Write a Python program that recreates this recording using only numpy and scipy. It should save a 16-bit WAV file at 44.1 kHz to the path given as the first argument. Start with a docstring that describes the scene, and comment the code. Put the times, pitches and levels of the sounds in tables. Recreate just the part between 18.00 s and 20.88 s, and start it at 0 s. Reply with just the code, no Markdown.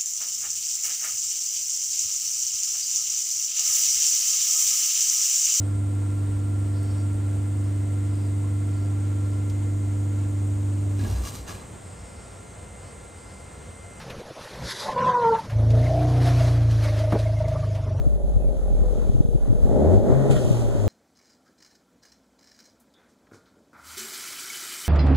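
"""Driver's seat of a four-cylinder car: the idle sinks slowly, then revs hard; a valve vents boost air in a hiss.
The firing tone is a gliding sine; pulses and gated noise through body resonances make the growl.
Filtered noise makes clatter, hiss, vent, ticks and buffeting; low wave packets thump the left port.
Sines make the overtones, pump whine, thin electronic tones and a far bird.
A late copy of each port is taken from the other, which widens the stereo and combs the treble."""
import sys
import numpy as np
from scipy.fft import rfft, irfft, next_fast_len
from scipy.io import wavfile
from scipy.ndimage import map_coordinates

SR = 44100
rng = np.random.default_rng(int(sys.argv[2]) if len(sys.argv) > 2 else 0)


def log_audio(samples):
    """Write samples as a 16-bit WAV file to the path given in sys.argv[1]."""
    # one column per channel
    frames = np.atleast_2d(samples).T
    # limit to full scale, then quantise
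    limited = np.clip(frames, -1, 1)
    pcm = np.round(limited * 32767).astype(np.int16)
    wavfile.write(sys.argv[1], SR, pcm)


N = 127008
T_S = np.arange(N) / SR

# Electronic tones: (frequency [Hz], rms level [dB], waver [dB])
TONES = [(9775, -70.5, 1), (12985, -81, 3)]
TONES_END_S, TONES_FADE_S = 1.95, .1

# Bird whistles outside: (start [s], level [dB])
BIRD = [(.375, -65.5), (.67, -64), (.97, -63.5)]
BIRD_HIGH_HZ, BIRD_LOW_HZ = 2590, 2250
BIRD_DROP_S, BIRD_GLIDE_S, BIRD_LENGTH_S = .085, .009, .14

# Small dry ticks: (time [s], level [dB])
TICKS = [(1.15, -56), (1.208, -49), (1.4, -56)]
# Tick spectrum: (frequency [Hz], level [dB])
TICK_COLOUR = [(700, 0), (3200, -5), (5000, -40)]
TICK_S = .001

# Air thumps on the left port: (time [s], level [dB], frequency [Hz], length [cycles])
THUMPS = [(0.072, -8, 110, 0.85), (0.367, -10, 91.6, 3), (0.473, -22, 103, 5.6), (0.712, -17.5, 75.5, 3.1),
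          (0.82, -11, 78, 2.1), (0.987, -15, 90, 0.45), (1.025, -20.5, 115, 0.82), (1.065, -16, 70, 1.2),
          (1.099, -7.5, 85.5, 0.89), (1.152, -8, 112, 2.2), (1.186, -13, 99, 1.7), (1.207, -2, 113, 0.69),
          (1.252, -8.5, 90, 0.47), (1.29, -11.5, 93, 0.76), (1.353, -7, 129, 1.6), (1.48, -13, 97.07, 0.38),
          (1.505, -7.5, 107, 2.5), (1.529, -7, 114, 0.46), (1.554, -9, 70.46, 0.42),
          (1.665, -21, 82.6, 1.3), (1.738, -15.5, 100, 4.6), (2.102, -6, 107.2, 0.79),
          (2.128, -8, 90.04, 0.96), (2.305, -6.5, 102, 0.85), (2.367, -10, 140, 0.94),
          (2.452, -11, 95, 1.1), (2.478, -9.5, 117.1, 0.49), (2.511, -5, 130.2, 0.99),
          (2.657, -14, 90, 1.154), (2.752, -8.5, 109, 0.91)]
# Buffeting spectrum: (frequency [Hz], level [dB])
BUFFET = [(15, -40), (30, 16.5), (50, 15), (80, 4.5), (135, 1.5), (300, -14.5), (600, -49), (1000, -53.5)]
THUMP_EDGE_DB = -9  # relative to its thump
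BUFFET_DB, RIGHT_AIR_DB, LUMPS_DB = -21, -6.5, 3.5

# Valve bursts: (peak [s], level [dB], fall [s], mix [0 hiss to 1 rasp])
VENT = [(2.311, -34, 0.031, 0.24), (2.365, -38.5, 0.026, 0.7)]
# Vent hiss spectrum: (frequency [Hz], level [dB])
VENT_COLOUR = [(800, -18), (1900, -1), (2600, 5.5), (3300, 5.5), (5200, -5), (7400, 5), (11000, -6),
               (15300, -25)]
# Duct resonances as the valve chatters: (frequency [Hz], width [Hz], level [dB])
RASP = [(1360, 110, 3), (1880, 59, -0.5), (3190, 170, -1)]
VENT_RISE_S = .006

# Firing tone: (time [s], firing rate [Hz], rms level [dB], side over mid [dB])
FIRING = [(0, 51.86, -25, -16), (.36, 48.72, -13, -35), (.55, 46.22, -19, -36), (.82, 43.98, -11, -27),
          (1, 42.24, -18.5, -34), (1.16, 42.69, -22, -19), (1.51, 39.1, -22, -31),
          (1.64, 43.62, -21.5, -35), (1.72, 57.48, -25.5, -32), (1.87, 80.58, -8.5, -29),
          (1.98, 101.9, -11, -9), (2.04, 114.4, -31, -14), (2.17, 137.1, -13, -12.5),
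          (2.29, 136.9, -19, -15), (2.34, 136, -15, -10), (2.43, 126.3, -24, -14),
          (2.55, 119.2, -13.5, -23), (2.73, 110.2, -26, -5), (2.88, 100.3, -11, -18)]
SIDE_LAG_RAD = 0.055

# Engine load: (time [s], exhaust growl [dB], valve-gear clatter [dB], intake and belt hiss [dB])
LOAD = [(.02, -36, -60, -64), (.22, -37, -63, -66), (1.03, -32.5, -56.5, -58.5), (1.28, -37, -61, -64.5),
        (1.61, -34, -58.5, -60.5), (1.71, -21.5, -51.5, -57.5), (1.94, -18, -45.5, -53.5),
        (2.01, -24.5, -51.5, -58), (2.11, -17.5, -42, -51.5), (2.16, -24, -44, -53), (2.29, -23, -45, -52),
        (2.41, -27, -49.5, -47), (2.73, -29.5, -48.5, -51), (2.86, -28, -49.5, -51.5)]
# Firing overtones: (multiple of firing rate, amplitude over the growl level before the cabin [dB])
OVERTONES = [(2, -8.5), (2.5, -11.5), (3, -9), (3.5, -14.5), (4, -13), (5, -14)]
# Cabin gain on the overtones: (frequency [Hz], gain [dB])
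CABIN = [(90, -1), (140, 8), (210, -3), (420, 0), (700, -9)]
# Firing strength of each cylinder: level [dB]
CYLINDERS_DB = [0, -1.5, .7, -2]
# Roughness, higher at speed: (firing rate [Hz], noise share [power fraction])
NOISY = [(70, .45), (115, .8)]
# Body resonances: (frequency [Hz], width [Hz], level [dB])
BODY = [(150, 115, -1.5), (217.3, 30, 9), (273.6, 42, 3), (399.5, 42, 5), (518, 69.4, 1.5),
        (580.5, 53.2, 4), (604.8, 30.2, 5), (695.6, 56, -6.5), (810, 57, -9)]
# Clatter spectrum: (frequency [Hz], level [dB])
CLATTER = [(600, 7.5), (900, 5.5), (1200, 1.5), (1450, 0), (1650, -6), (1900, -4.5), (2500, -15.5),
           (3200, -54)]
# Intake and belt hiss spectrum: (frequency [Hz], level [dB])
HISS = [(1800, -33), (2500, 0), (3200, 1), (4500, -6), (6500, -1), (7200, 0), (8200, -2.5), (10000, -6),
        (12500, -13), (15300, -23)]
JITTER_TURNS, SCATTER_DB, GATE = .02, 1.2, .4  # turns: firing periods
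WHINE_ORDER, WHINE_DB, WHINE_TOP_HZ = 11.5, -41, 720  # order: multiple of firing rate
GROWL_SIDE_DB, CLATTER_SIDE_DB, HISS_SIDE_DB = -8, 2.5, -1  # side over mid

FADE_IN_S = .008
RIGHT_BRIGHT_DB, BRIGHT_HZ = 5.5, 8900  # right over left treble
PORT_LAG_S, WIDEN, WIDEN_TOP_HZ = .00037, .72, 12000
CEILING, TOP_HZ = .97, 15450


def amp(db):
    """dB to gain."""
    return 10 ** (np.asarray(db) / 20)


def unit(x):
    """Scale to rms 1."""
    return x / np.sqrt(np.mean(x ** 2) + 1e-20)


def curves(rows):
    """One value per sample for each column after the time."""
    time_s, *columns = np.transpose(rows)
    return [np.interp(T_S, time_s, column) for column in columns]


def wobble(rate_hz):
    """Smooth random curve, rate_hz knots a second."""
    knots = rng.standard_normal(int(N * rate_hz / SR) + 4)
    return map_coordinates(knots, [T_S * rate_hz])


def sine(turns):
    """Sine of a phase in turns."""
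    return np.sin(2 * np.pi * turns)


def filtered(x, response):
    """x times a complex response of frequency."""
    size = next_fast_len(N + SR // 2)
    spectrum = rfft(x, size) * response(np.fft.rfftfreq(size, 1 / SR))
    return irfft(spectrum, size)[..., :N]


def coloured(x, points):
    """x through (Hz, dB) points on a log axis, closed below, held above, rms 1."""
    f, level_db = np.transpose(points)

    def response(hz):
        return amp(np.interp(np.log(hz + 1), np.log(f + 1), level_db, -120, level_db[-1]))
    return unit(filtered(x, response))


def ringing(modes):
    """Response of summed (Hz, width Hz, dB) resonances, alternating in sign."""
    def response(hz):
        return sum((-1) ** k * amp(db) * 1j * hz * width / (centre ** 2 - hz ** 2 + 1j * hz * width)
                   for k, (centre, width, db) in enumerate(modes))
    return response


def ports(x, side_db):
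    """Rows (mid, side) to left and right."""
    mid, side = x[0], amp(side_db) * x[1]
    return np.array([mid + side, mid - side])


def tones():
    """Electronics: thin sines, wavering in level, that fade out together."""
    fade = 1 / (1 + np.exp((T_S - TONES_END_S) / TONES_FADE_S))
    x = sum(np.sqrt(2) * amp(db + waver_db * wobble(4)) * sine(hz * T_S) for hz, db, waver_db in TONES)
    return np.tile(fade * x, (2, 1))


def bird():
    """Each whistle holds a high note and slides to a low one; left port only."""
    x = np.zeros(N)
    for start_s, db in BIRD:
        age_s = T_S - start_s
        drop = (1 - np.tanh((age_s - BIRD_DROP_S) / (2 * BIRD_GLIDE_S))) / 2
        hz = BIRD_LOW_HZ + (BIRD_HIGH_HZ - BIRD_LOW_HZ) * drop
        shape = np.sin(np.pi * np.clip(age_s / BIRD_LENGTH_S, 0, 1)) ** .5
        x = x + np.sqrt(2) * amp(db + 2 * wobble(40)) * shape * sine(np.cumsum(hz) / SR)
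    return x * [[1], [0]]


def ticks():
    """Brief dull noise clicks, stronger on the left."""
    shape = sum(amp(db) * np.exp(-((T_S - s) / TICK_S) ** 2) for s, db in TICKS)
    return shape * coloured(rng.standard_normal(N), TICK_COLOUR) * [[1], [.5]]


def thumps():
    """Moving air hits the left port: low wave packets, each with a faster edge."""
    x = np.zeros(N)
    for s, db, hz, cycles in THUMPS:
        turns = (T_S - s) * hz
        packet = np.cos(2 * np.pi * turns - .3) * np.exp(-(1.35 * turns / cycles) ** 2)
        edge = amp(THUMP_EDGE_DB) * np.cos(5 * np.pi * turns) * np.exp(-(2.2 * turns) ** 2)
        x = x + amp(db) * (packet + edge)
    return x * [[1], [0]]


def buffeting():
    """Lumpy low air noise, independent on each port, weaker on the right."""
    lumps = amp(LUMPS_DB * np.array([wobble(25), wobble(25)]))
    noise = coloured(lumps * rng.standard_normal((2, N)), BUFFET)
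    return amp(BUFFET_DB) * noise * amp([[0], [RIGHT_AIR_DB]])


def vent():
    """Boost air escapes in a bright hiss, then mostly in a lower rasp as the duct rings."""
    hiss = coloured(rng.standard_normal((2, N)), VENT_COLOUR)
    chatter = rng.standard_normal(N) ** 3 + rng.standard_normal((2, N))  # spiky, common to both ports
    rasp = unit(filtered(chatter, ringing(RASP)))
    x = np.zeros((2, N))
    for peak_s, db, fall_s, mix in VENT:
        burst = np.exp(np.minimum((T_S - peak_s) / VENT_RISE_S, (peak_s - T_S) / fall_s))
        x = x + amp(db) * burst * ((1 - mix) * hiss + mix * rasp)
    return x


def boom(turns):
    """The firing tone in the cabin, a sine leaning left."""
    _, level_db, side_db = curves(FIRING)
    phase = 2 * np.pi * turns
    mid_side = [np.sin(phase), np.sin(phase - SIDE_LAG_RAD)]
    return np.sqrt(2) * amp(level_db) * ports(mid_side, side_db)


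def whine(turns, rate_hz):
    """Belt-driven pump: a sine locked to the engine, muffled above its top."""
    muffle = 1 / (1 + (WHINE_ORDER * rate_hz / WHINE_TOP_HZ) ** 6)
    level = amp(WHINE_DB + 3.5 * wobble(16))
    tone = np.sin(2 * np.pi * WHINE_ORDER * turns + .6 * wobble(20))
    return level * tone * muffle * [[1.2], [.8]]


def overtones(turns, rate_hz):
    """Multiples of the firing rate, shaped by the cabin, wandering in level and phase."""
    x = np.zeros(N)
    for multiple, db in OVERTONES:
        cabin_db = np.interp(multiple * rate_hz, *np.transpose(CABIN))
        level = amp(db + cabin_db + 4 * wobble(16))
        x = x + level * np.sin(2 * np.pi * multiple * turns + .7 * wobble(22))
    return x


def gated_noise(gate, depth):
    """Two noise rows pulsing with the firings, rms 1."""
    return unit(gate ** depth * rng.standard_normal((2, N)))


def growl(pulses, gate, rate_hz):
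    """Exhaust: firing pulses and gated noise ring the body."""
    share = np.interp(rate_hz, *np.transpose(NOISY))
    drive = np.sqrt(share) * gated_noise(gate, 0.7) + np.sqrt(1 - share) * pulses * [[1], [.6]]
    body = ringing(BODY)
    return ports(unit(filtered(drive, lambda hz: body(hz) / (1 + (hz / 900) ** 8))), GROWL_SIDE_DB)


def engine(turns):
    """Uneven cylinders drive the growl; clatter and hiss pulse lightly with the same firings."""
    growl_db, clatter_db, hiss_db = curves(LOAD)
    rate_hz = curves(FIRING)[0]
    beat = np.floor(turns + JITTER_TURNS * wobble(60)).astype(int)
    cylinder_db = np.array(CYLINDERS_DB)[beat % len(CYLINDERS_DB)]
    strength = amp(cylinder_db + SCATTER_DB * rng.standard_normal(1000)[beat])
    fires = np.diff(beat, prepend=beat[0]) > 0
    pulses = strength * fires * np.sqrt(SR / rate_hz)  # keeps power even across rates
    gate = strength * (1 + GATE * np.cos(2 * np.pi * turns))
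    exhaust = growl(pulses, gate, rate_hz) + overtones(turns, rate_hz)
    clatter = ports(coloured(gated_noise(gate, 0.31), CLATTER), CLATTER_SIDE_DB)
    hiss = ports(coloured(gated_noise(gate, 0.17), HISS), HISS_SIDE_DB)
    x = amp(growl_db) * exhaust + whine(turns, rate_hz)
    x = x + amp(clatter_db + 1.5 * wobble(11.84)) * clatter
    return x + amp(hiss_db + 0.97 * wobble(10.64)) * hiss


def scene():
    """All sources at the two ports."""
    turns = np.cumsum(curves(FIRING)[0]) / SR  # one turn per firing
    background = tones() + bird() + ticks() + thumps() + buffeting()
    return background + vent() + boom(turns) + engine(turns)


def record(dry):
    """Brighten the right port, widen with late crossed copies, clip peaks softly, cut above TOP_HZ."""
    def brightness(hz):
        treble = 1 / (1 + (BRIGHT_HZ / (hz + 1)) ** 6)
        return amp(np.array([[-.5], [.5]]) * RIGHT_BRIGHT_DB * treble)

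    def late_dull(hz):
        return np.exp(-2j * np.pi * hz * PORT_LAG_S) / (1 + (hz / WIDEN_TOP_HZ) ** 2)
    x = filtered(dry * np.minimum(T_S / FADE_IN_S, 1), brightness)
    x = x - WIDEN * filtered(x[::-1], late_dull)
    x = x / (1 + np.abs(x / CEILING) ** 6) ** (1 / 6)
    return filtered(x, lambda hz: hz < TOP_HZ)


dry = scene()
out = record(dry)
log_audio(out)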